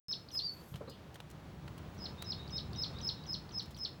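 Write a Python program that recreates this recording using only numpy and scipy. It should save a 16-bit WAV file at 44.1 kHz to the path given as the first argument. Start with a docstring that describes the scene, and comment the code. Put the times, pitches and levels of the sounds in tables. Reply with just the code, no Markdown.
"""In a thicket, one microphone. Close by, a small bird repeats one chirp: two tiny ticks, a held
whistle, a flick and a fast downward sweep. A second bird slurs one whistle and others call from
far off; each note is a gliding, nearly pure tone scattered by the branches. Dry leaves tick and
rustle in bursts of noise, a few soft bumps sound on the ground, and a low rumble swells and fades."""
import sys
import numpy as np
from scipy import signal
from scipy.fft import rfft, irfft
from scipy.io import wavfile
from scipy.ndimage import map_coordinates

SR = 44100
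rng = np.random.default_rng(int(sys.argv[2]) if len(sys.argv) > 2 else 0)


def file_out(sig):
    """Save sig as 16-bit WAV at sys.argv[1]."""
    # one column per channel
    cols = np.atleast_2d(sig).T
    # limit, then scale
    lim = np.clip(cols, -1, 1)
    pcm = np.round(lim * 32767).astype(np.int16)
    wavfile.write(sys.argv[1], SR, pcm)


N = 176400


def amp(db):
    """Decibels to gain."""
    return 10 ** (np.asarray(db) / 20)


def curve(rows):
    """One value per sample for each column after the time."""
    times, *columns = np.transpose(rows)
    return [np.interp(np.arange(N) / SR, times, column) for column in columns]


def wobble(rate):
    """A smooth random curve, rate knots a second."""
    return map_coordinates(rng.standard_normal(int(N * rate / SR) + 4), [np.arange(N) * rate / SR])


def noise(colour):
    """Noise of rms 1, coloured by rows of f/Hz, level/dB."""
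    hz, db = np.transpose(colour)
    gain = amp(np.interp(np.log(np.fft.rfftfreq(N, 1 / SR) + 1), np.log(hz), db))
    x = irfft(rfft(rng.standard_normal(N)) * gain, N)
    return x / x.std()


def add(track, start_s, sound):
    """Mix a sound into the track."""
    part = track[max(0, round(start_s * SR)):][:len(sound)]
    part += sound[:len(part)]


def note(shape, scale=1, waver=.0029, flutter_db=-.78, second_db=-37, third_db=-34, edge_s=.0005):
    """An unsteady whistle with two faint overtones, along rows of t/s, pitch (x scale = Hz), level/dB."""
    times, pitch, db = np.transpose(shape)
    t = np.arange(times[0], times[-1], 1 / SR)
    drift, flutter = (map_coordinates(k, [(t - times[0]) * 400]) for k in rng.standard_normal((2, 128)))
    hz = scale * np.interp(t, times, pitch) * (1 + waver * drift)
    phase = 2 * np.pi * np.cumsum(hz) / SR
    edges = np.clip(np.minimum(t - times[0], times[-1] - t) / edge_s, 0, 1)
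    overtones = amp(second_db) * np.sin(2 * phase) + amp(third_db) * np.sin(3 * phase)
    return edges * amp(np.interp(t, times, db) + flutter_db * flutter) * (np.sin(phase) + overtones)


def thicket(x, wet_db, t60, late_db=-25, late_t60=.72, direct_db=0, build_s=.0021):
    """The path to the microphone: direct sound, quick scatter from branches and a faint longer tail."""
    t = np.arange(SR // 2) / SR
    decay = amp(-60 * t / t60) + amp(late_db - 60 * t / late_t60)
    tail = rng.standard_normal(len(t)) * decay * (1 - np.exp(-t / build_s))
    response = amp(wet_db) * tail / np.linalg.norm(tail)
    response[0] += amp(direct_db)
    return signal.fftconvolve(x, response)


def contact(start_s, attack_s, t60):
    """Envelope of one contact, peak 1."""
    t = np.maximum(np.arange(N) / SR - start_s, 0)
    envelope = (1 - np.exp(-t / attack_s)) * amp(-60 * np.minimum(t / t60, 10))
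    return envelope / envelope.max()


def background():
    """Distant rumble and airy wash swell together over a steady hiss and a thin, high whine."""
    swell = [(0.1, -58.5, -100), (0.13, -60, -60), (0.26, -59.5, -63), (0.9, -55.5, -60.5),
             (1.21, -57.5, -60.5), (1.86, -49.5, -55), (2.42, -50, -53.5), (2.74, -47.5, -53.5),
             (4.0, -55.5, -59)]  # t/s, rumble level/dB, wash level/dB, both before trim
    rumble_colour = [(20, -41), (30, -9), (40, -24), (52, -6.5), (65, 1), (82, 1), (100, -0.5), (150, 2),
                     (200, -3), (260, -12), (400, -17.5), (800, -79)]  # f/Hz, level/dB
    wash_colour = [(30, -36), (120, -9.5), (300, 4), (550, -0.5), (1000, -2.5), (2000, -11.5),
                   (4000, -15.5), (7000, -26), (16000, -50)]  # f/Hz, level/dB
    hiss_colour = [(60, 9), (300, 17), (4000, -2), (8000, -10.5), (13500, -13), (15300, -10), (17000, -9.5)]  # f/Hz, level/dB
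    whine_fade = [(1.2, -100), (1.7, -77), (3.3, -77), (4, -84)]  # t/s, level/dB
    rumble_trim_db, wash_trim_db, hiss_db, whine_hz = 2, -.5, -62.5, 15690
    rumble_db, wash_db = curve(swell)
    rumble = amp(rumble_db + rumble_trim_db + .76 * wobble(14)) * noise(rumble_colour)
    wash = amp(wash_db + wash_trim_db + 1.2 * wobble(12)) * noise(wash_colour)
    whine = amp(curve(whine_fade)[0]) * np.sin(2 * np.pi * whine_hz * np.arange(N) / SR)
    return rumble + wash + amp(hiss_db) * noise(hiss_colour) + whine


def near_bird():
    """Close by, mostly direct: two ticks, a held whistle that flicks up, then the downward sweep."""
    # each chirp: sweep t/s, whistle gain/dB, sweep gain/dB, tick gain/dB, whistle f/Hz
    chirps = [(0.1266, -36.5, -31.5, -30, 5170), (.390, -37, -32, -31.5, 5100),
              (2.0551, -44.5, -38, -58, 5078), (2.3197, -42, -35, -39, 5110),
              (2.5805, -39.5, -34.5, -32.5, 5140), (2.8348, -36.5, -31.5, -30.5, 5120),
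              (3.0888, -36.5, -31, -30, 5122), (3.3407, -37, -34, -34.5, 5130),
              (3.595, -39, -34.5, -34.5, 5137), (3.8492, -39.5, -32.5, -32.5, 5130)]
    whistle = [(-.076, 1.21, -19), (-.073, 1.14, -12), (-.069, 1.11, -16), (-.064, .985, -16),
               (-.056, 1.0, -11), (-.049, 1.012, -4.5), (-.035, 1.007, -1), (-.021, .994, -1.5),
               (-.013, 1.0, 5.5), (-.009, 1.02, 3.5), (-.007, 1.08, -1), (-.005, 1.14, -7),
               (-.003, 1.07, -14)]  # t/s from the sweep, ratio to the held pitch, relative level/dB
    # the quick glides: t/s from the sweep, f/Hz, relative level/dB
    up_tick = [(-.104, 3500, -22), (-.102, 4500, -14), (-.099, 5500, -22)]
    down_tick = [(-.085, 4700, -22), (-.083, 3600, -17), (-.080, 2600, -22)]
    sweep = [(-.002, 5300, -17), (0, 4650, -4), (.002, 4330, 4), (.005, 4000, -2.5), (.0075, 3780, -6),
             (.011, 3400, -9), (.013, 3000, -17), (.0155, 2650, -22)]
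    out = np.zeros(N)
    for sweep_s, whistle_db, sweep_db, tick_db, hz in chirps:
        held = note(whistle, hz, waver=.008, flutter_db=1.5, second_db=-43, third_db=-32)
        add(out, sweep_s + whistle[0][0], amp(whistle_db) * thicket(held, wet_db=-5, t60=.22))
        for shape, db in ((up_tick, tick_db), (down_tick, tick_db), (sweep, sweep_db)):
            glide = note(shape, second_db=-52, third_db=-52)
            add(out, sweep_s + shape[0][0], amp(db) * thicket(glide, wet_db=-4.5, t60=.2, build_s=.002))
    return out


def dry_leaves():
    """Leaves and twigs snap in short, crackling bursts, with one fine, scratchy rustle."""
    snaps = [(0.112, -50.5, -64, 0.031), (0.349, -52, -66, 0.035), (0.74, -49.5, -68, 0.043),
             (0.757, -52.5, -59, 0.075), (.896, -71, -57.5, 0.075), (1.143, -73, -56.5, 0.037),
             (1.156, -47.5, -57, 0.03), (1.202, -45, -57, 0.023), (1.3, -73, -58.5, 0.042),
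             (1.311, -62, -57.5, 0.026), (1.678, -44, -65, 0.026), (1.779, -54, -55.5, 0.037),
             (1.945, -76, -66, 0.045), (2.2229, -41.5, -43.5, 0.022), (2.729, -66, -64, .025),
             (3.044, -62, -60.5, 0.047), (3.624, -68, -62, 0.051), (3.657, -58, -63, 0.036),
             (3.707, -64, -58.5, 0.077), (3.766, -69, -61, 0.045), (3.786, -65, -60, .03)]  # t/s, body level/dB, crisp top level/dB, t60/s
    body_colour = [(100, -15), (500, 5), (1400, 1.5), (2300, -4.5), (3200, 3), (6000, -17), (16000, -30)]  # f/Hz, level/dB
    top_colour = [(300, -37), (3000, 6), (7000, 7), (12000, 2.5), (17000, 1.5)]  # f/Hz, level/dB
    rustle_fade = [(.3, -88), (.325, -67), (.345, -59), (.41, -73), (.55, -72), (.7, -65.5), (.76, -71),
                   (.83, -94)]  # t/s, level/dB
    rustle_colour = [(1000, -46), (6000, -7), (9500, -9), (12000, -2), (15500, -10), (17000, -10)]  # f/Hz, level/dB
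    body, top = noise(body_colour), noise(top_colour)
    crackle = amp(1.77 * wobble(900))
    out = amp(curve(rustle_fade)[0] + 1.2 * wobble(150)) * noise(rustle_colour)
    for start_s, body_db, top_db, t60 in snaps:
        out += contact(start_s, attack_s=.0007, t60=t60) * (amp(body_db) * body + amp(top_db) * top)
    return crackle * out


def second_bird():
    """Another bird near the microphone slurs one whistle down and up again."""
    slur = [(.366, 5100, -50), (.38, 4450, -46), (.398, 4150, -40), (.41, 4240, -40), (.43, 4580, -42),
            (.45, 4710, -37), (.468, 4690, -38), (.485, 4500, -39), (.499, 4440, -37), (.505, 4480, -48),
            (.528, 4500, -44), (.545, 4510, -56)]  # t/s, f/Hz, level/dB
    out = np.zeros(N)
    whistle = note(slur, flutter_db=2.5, second_db=-46, third_db=-48)
    add(out, slur[0][0], thicket(whistle, wet_db=-7, t60=.26))
    return out


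def squeak():
    """A faint, pure, very high squeak rises inside the rustle."""
    rise = [(.5, 11300, -76), (.525, 11800, -71), (.548, 12000, -62), (.565, 12700, -76), (.59, 13100, -75)]  # t/s, f/Hz, level/dB
    out = np.zeros(N)
    add(out, rise[0][0], note(rise, waver=.016, second_db=-100, third_db=-100))
    return out


def ground_bumps():
    """Soft bumps on the ground, each a low damped thud with a longer scuff of noise."""
    bumps = [(0.719, -38.5, -69), (.745, -36, -71), (0.808, -51, -45), (0.875, -59, -47)]  # t/s, thud level/dB, scuff level/dB
    scuff_colour = [(100, -15), (300, -0.5), (500, 7), (750, -11.5), (1200, -8.5), (2000, -23.5),
                    (6000, -52)]  # f/Hz, level/dB
    thud_hz = 137.6
    scuff = noise(scuff_colour)
    out = np.zeros(N)
    for start_s, thud_db, scuff_db in bumps:
        thud = np.sin(2 * np.pi * thud_hz * (np.arange(N) / SR - start_s))
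        out += amp(thud_db) * contact(start_s, attack_s=.002, t60=.082) * thud
        out += amp(scuff_db) * contact(start_s, attack_s=.002, t60=.16) * scuff
    return out


def far_birds():
    """Far off, arriving mostly as echo: one raspy falling call, later a run of rising notes."""
    raspy_call = [(.874, 4210, -56), (.886, 4536, -56), (.9, 4130, -54.5), (.91, 3840, -61),
                  (.918, 3440, -53), (.928, 3430, -63)]  # t/s, f/Hz, level/dB
    rising_notes = [(2.17, -50), (2.345, -51), (2.524, -49.5), (2.73, -51.5), (2.934, -52), (3.13, -55)]  # t/s, gain/dB
    rising_shape = [(0, 3800, -8), (.015, 3640, -1), (.035, 3790, 0), (.06, 3940, 0), (.075, 3900, -9)]  # t/s into the note, f/Hz, relative level/dB
    far_path = dict(wet_db=0, t60=.26, direct_db=-9)
    out = np.zeros(N)
    add(out, raspy_call[0][0], thicket(note(raspy_call, waver=.08, flutter_db=3), **far_path))
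    for start_s, db in rising_notes:
        add(out, start_s, amp(db) * thicket(note(rising_shape, waver=.018), **far_path))
    return out


def scene():
    """Everything at one microphone, in mono."""
    mix = background() + near_bird() + dry_leaves() + second_bird() + squeak()
    return (mix + ground_bumps() + far_birds())[None]


def record(dry):
    """The microphone opens after a moment and keeps nothing above its band limit."""
    open_s, top_hz = .0835, 17250
    opened = dry * (np.arange(N) / SR > open_s)
    return irfft(rfft(opened) * (np.fft.rfftfreq(N, 1 / SR) < top_hz), N)


dry = scene()
out = record(dry)
file_out(out)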